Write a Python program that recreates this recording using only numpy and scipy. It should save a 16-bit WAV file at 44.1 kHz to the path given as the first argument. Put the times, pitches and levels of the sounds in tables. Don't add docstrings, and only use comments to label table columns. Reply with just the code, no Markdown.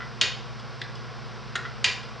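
import sys
import numpy as np
from scipy import signal
from scipy.fft import rfft, irfft, next_fast_len
from scipy.io import wavfile
from scipy.ndimage import map_coordinates

SR = 44100
rng = np.random.default_rng(int(sys.argv[2]) if len(sys.argv) > 2 else 0)


def wav_out(sig):
    wavfile.write(sys.argv[1], SR, np.round(np.clip(np.atleast_2d(sig).T, -1, 1) * 32767).astype(np.int16))


N = 97020

# start in seconds, level in dB.
CLACKS = [(0.212, -12.5), (1.8423, -12.5)]
# pitch in Hz, relative level in dB, seconds to fade by 60 dB.
FIGURE_MODES = [(1021, -22, 0.12), (1650, -13, 0.12), (1938, -7, 0.081), (2392, -2.5, 0.055),
                (2465, -6.5, 0.093), (2777, -2.5, .04), (2883, -6.5, 0.055), (3190, 2, .022),
                (3590, 0.5, 0.025), (3700, -5, .035), (4393, -9, 0.062), (4700, -6, 0.047),
                (6180, -9.5, .025), (6850, -5, 0.019), (8400, -23, 0.025)]
# frequency in Hz, gain in dB.
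FIGURE_CRACK = [(150, -30.5), (700, -22), (1500, -9.5), (2100, -2), (3200, 2.5), (4100, -3), (5000, -3.5),
                (6000, -12), (7000, -9.5), (7500, -23.5), (8500, -17.5), (9300, -44)]


def figure_clack(hit):
    return struck([hit], FIGURE_MODES, FIGURE_CRACK, crack_db=9, crack_t60=0.04, attack_s=0.00059)


def stand_shudder(hz=90.6, below_clack_db=32.5, rise_s=0.036):
    out, t = np.zeros(N), np.arange(SR // 2) / SR
    swell = (t / rise_s * np.exp(1 - t / rise_s)) ** 2
    for start, db in CLACKS:
        add(out, start, amp(db - below_clack_db) * swell * np.sin(2 * np.pi * hz * t))
    return np.array([out, amp(-10) * out])


# start in seconds, level in dB.
KNOCKS = [(.004, -33), (.019, -35), (0.027, -40), (1.5543, -24), (1.5571, -23), (1.5619, -26),
          (1.6514, -32), (1.658, -36)]
# pitch in Hz, relative level in dB, seconds to fade by 60 dB.
HEAD_MODES = [(1418, 5.5, 0.038), (1640, -12.5, 0.074), (1850, -7, 0.024), (1997, -0.5, 0.072),
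              (3130, -14.5, 0.059), (3817, -4, 0.032), (6740, -17, .04)]
# frequency in Hz, gain in dB.
HEAD_CRACK = [(200, -22.5), (600, -11), (950, -6), (1500, 9.5), (2400, -6.5), (3200, -0.5), (4400, -9.5),
              (6000, -17.5), (6800, -12), (7600, -23), (9000, -21)]


def head_knocks(soft_below_db=-31, soft_cutoff_hz=3000):
    contact = dict(crack_db=11.5, crack_t60=0.022, attack_s=0.00021)
    hard = struck([(s, db) for s, db in KNOCKS if db > soft_below_db], HEAD_MODES, HEAD_CRACK, **contact)
    soft = struck([(s, db) for s, db in KNOCKS if db <= soft_below_db], HEAD_MODES, HEAD_CRACK, **contact)
    return hard + signal.lfilter(*signal.butter(2, soft_cutoff_hz, fs=SR), soft)


# start in seconds, level in dB.
TAPS = [(.8157, -29)]
# pitch in Hz, relative level in dB, seconds to fade by 60 dB.
JAW_MODES = [(1646, 6, 0.055), (1954, 4, 0.047), (2580, -4, .05), (3340, -1, 0.042), (3670, 7.5, 0.032),
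             (4070, 0.5, .06), (4910, 1, 0.026)]
# frequency in Hz, gain in dB.
JAW_CRACK = [(300, -8), (1100, -11), (2000, 3.5), (4500, -1), (5400, -6), (6500, -16), (9000, -23.5)]


def jaw_tap():
    return struck(TAPS, JAW_MODES, JAW_CRACK, crack_db=6, crack_t60=0.028, attack_s=0.0002)


# start in seconds, level in dB.
TICKS = [(.596, -40.5), (.9535, -38), (1.638, -46), (2.032, -40), (2.087, -48)]
# pitch in Hz, relative level in dB, seconds to fade by 60 dB.
WIRE_MODES = [(1980, -14, .04), (2930, -2.5, .06), (3395, 2.5, 0.046), (5020, 7.5, 0.036),
              (7400, -16, 0.024)]
# frequency in Hz, gain in dB.
WIRE_CRACK = [(500, -35), (3000, -3), (5000, -1), (6500, -11), (9000, -15.5)]


def wire_ticks():
    return struck(TICKS, WIRE_MODES, WIRE_CRACK, crack_db=1, crack_t60=0.035, attack_s=0.0008)


def struck(hits, modes, crack_tone, crack_db, crack_t60, attack_s):
    out, t = np.zeros(N), np.arange(SR // 4) / SR
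    ring = sum((-1) ** k * amp(db - 60 * t / t60) * np.sin(2 * np.pi * hz * t)
               for k, (hz, db, t60) in enumerate(modes))
    blow = ring * (1 - np.exp(-t / attack_s)) / 2
    add(blow, 0, amp(crack_db) * coloured(crack(crack_t60), crack_tone))
    for start, db in hits:
        add(out, start, amp(db) * blow)
    return out


def crack(t60, rise_s=0.00036):
    t = np.arange(SR // 8) / SR
    fade = amp(-60 * t / t60) * (1 - np.exp(-t / rise_s))
    burst = rng.standard_normal(len(t)) * fade
    for _ in range(4):
        flat_spectrum = np.exp(1j * np.angle(rfft(burst, 2 * len(t))))
        burst = irfft(flat_spectrum)[:len(t)] * fade ** (1 / 4)
    return burst * np.linalg.norm(fade) / np.linalg.norm(burst)


# delay in seconds, gain in dB.
REFLECTIONS = [(.0045, -9.5), (.0102, -18), (.0207, -16.5), (.0305, -27)]
# frequency in Hz, side over mid in dB.
DIRECT_WIDTH = [(100, -29), (1500, -17), (3000, -24.5), (5500, -23), (8000, -4.5)]
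# frequency in Hz, side over mid in dB.
TAIL_WIDTH = [(100, 6.5), (300, -8), (600, -8), (1200, -33), (2000, -16.5), (3500, -26.5), (5500, -19),
              (8000, 0.5)]


def in_room(dry, wet_db):
    mid = dry.copy()
    for delay, db in REFLECTIONS:
        add(mid, delay, amp(db) * dry)
    mid_tail, side_tail = (amp(wet_db) * signal.fftconvolve(dry, room_tail())[:N] for _ in range(2))
    side = filtered(dry, lambda hz: 1j * amp(along(DIRECT_WIDTH, hz)))
    return np.array([mid + mid_tail, side + coloured(side_tail, TAIL_WIDTH)])


# frequency in Hz, seconds to fade by 60 dB.
ROOM_T60 = [(150, 0.43), (1000, .48), (3000, 0.41), (5000, 0.42), (9000, 0.31)]
# frequency in Hz, gain in dB.
ROOM_TONE = [(100, -2.5), (450, 19), (1000, 7.5), (1600, 5), (2500, 3), (3300, 1), (4700, 4), (6800, 0),
             (9000, -2)]


def room_tail(build_s=0.0039):
    hz, t, noise = signal.stft(rng.standard_normal(SR // 2), SR, nperseg=256)
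    fade = amp(-60 * t / along(ROOM_T60, hz)[:, None])
    tail = signal.istft(noise * fade * (1 - np.exp(-t / build_s)), SR, nperseg=256)[1]
    return coloured(tail / np.linalg.norm(tail), ROOM_TONE)


# pitch in Hz, mid level in dB, side level in dB.
HUM = [(59.5, -62.5, -57), (118.4, -49, -43.5), (139.8, -53, -72), (216.7, -56.5, -69),
       (243.4, -60.5, -57.5), (360, -62.5, -70), (467.6, -66, -78), (1141, -58, -86), (1430, -64, -94)]
WHINE = list(zip(range(15, 21), [-64.5, -67, -62, -65, -66.5, -70.5]))


def motor(whine_base_hz=299.8, waver_db=1, drift_rad=0.082):
    out, t = np.zeros((2, N)), np.arange(N) / SR
    for hz, mid_db, side_db in HUM:
        phase = 2 * np.pi * hz * t + drift_rad * wobble(5.3)
        tone = np.array([amp(mid_db) * np.sin(phase), -amp(side_db) * np.cos(phase)])
        out += amp(waver_db * wobble(5.07)) * tone
    for harmonic, db in WHINE:
        phase = 2 * np.pi * (harmonic * whine_base_hz * t + rng.random()) + drift_rad * wobble(6.4)
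        out[0] += amp(db) * np.sin(phase)
    return np.sqrt(2) * out


# frequency in Hz, relative noise density in dB.
AIR_MID = [(15, -69), (25, -30), (35, -22.5), (48, -15.5), (67, -13.5), (85, -24), (101, -11), (123, -3),
           (161, -10.5), (227, -12.5), (298, -24), (345, -12), (381, -15), (475, -8.5), (592, -16.5),
           (686, -11.5), (899, -15), (1070, -8.5), (1210, -17), (1330, -10.5), (1830, -17.5), (4010, -23.5),
           (5260, -25.5), (7060, -41.5), (8800, -45.5), (11400, -87), (19400, -120)]
AIR_SIDE = [(15, -50), (25, -24), (59, 0.5), (85, -21), (104, 4.5), (129, 1), (161, 6), (182, -25),
            (222, -10), (291, -30.5), (354, -12.5), (1360, -23), (2640, -54), (3140, -50), (3380, -82),
            (3920, -59.5), (4650, -91), (5010, -49), (5390, -85), (6720, -37.5), (8800, -44), (11400, -79),
            (19400, -120)]


def air_rush(mid_db=-43, side_db=-45.5):
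    def rush(tone):
        noise = filtered(rng.standard_normal(N), lambda hz: amp(along(tone, hz)))
        return noise / np.sqrt(np.mean(noise ** 2))
    return np.array([amp(mid_db) * rush(AIR_MID), amp(side_db) * rush(AIR_SIDE)])


def amp(db):
    return 10 ** (np.asarray(db) / 20)


def along(points, hz):
    freqs, values = np.transpose(points)
    return np.interp(np.log(hz + 1), np.log(freqs + 1), values)


def wobble(rate):
    knots = rng.standard_normal(int(N * rate / SR) + 4)
    return map_coordinates(knots, [np.arange(N) * rate / SR])


def filtered(x, response):
    n = x.shape[-1]
    size = next_fast_len(n + SR // 4)
    return irfft(rfft(x, size) * response(np.fft.rfftfreq(size, 1 / SR)), size)[..., :n]


def coloured(x, points, size=2048):
    gain = amp(along(points, np.fft.rfftfreq(size, 1 / SR)))
    cepstrum = irfft(np.log(gain))
    cepstrum[1:size // 2] *= 2
    cepstrum[size // 2 + 1:] = 0
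    return signal.fftconvolve(x, irfft(np.exp(rfft(cepstrum))))[:len(x)]


def add(track, start_s, sound):
    start = max(0, round(start_s * SR))
    part = sound[:max(0, len(track) - start)]
    track[start:start + len(part)] += part


def scene():
    clacks = sum(in_room(figure_clack(hit), wet_db=-3.5) for hit in CLACKS)
    light_contacts = in_room(jaw_tap() + wire_ticks(), wet_db=-9)
    knocks = in_room(head_knocks(), wet_db=-9.5)
    mid, side = clacks + stand_shudder() + light_contacts + knocks + air_rush() + motor()
    return np.array([mid + side, mid - side])


def record(dry, top_hz=9000):
    return filtered(dry, lambda hz: 1 / np.sqrt(1 + (hz / top_hz) ** 160))


dry = scene()
out = record(dry)
wav_out(out)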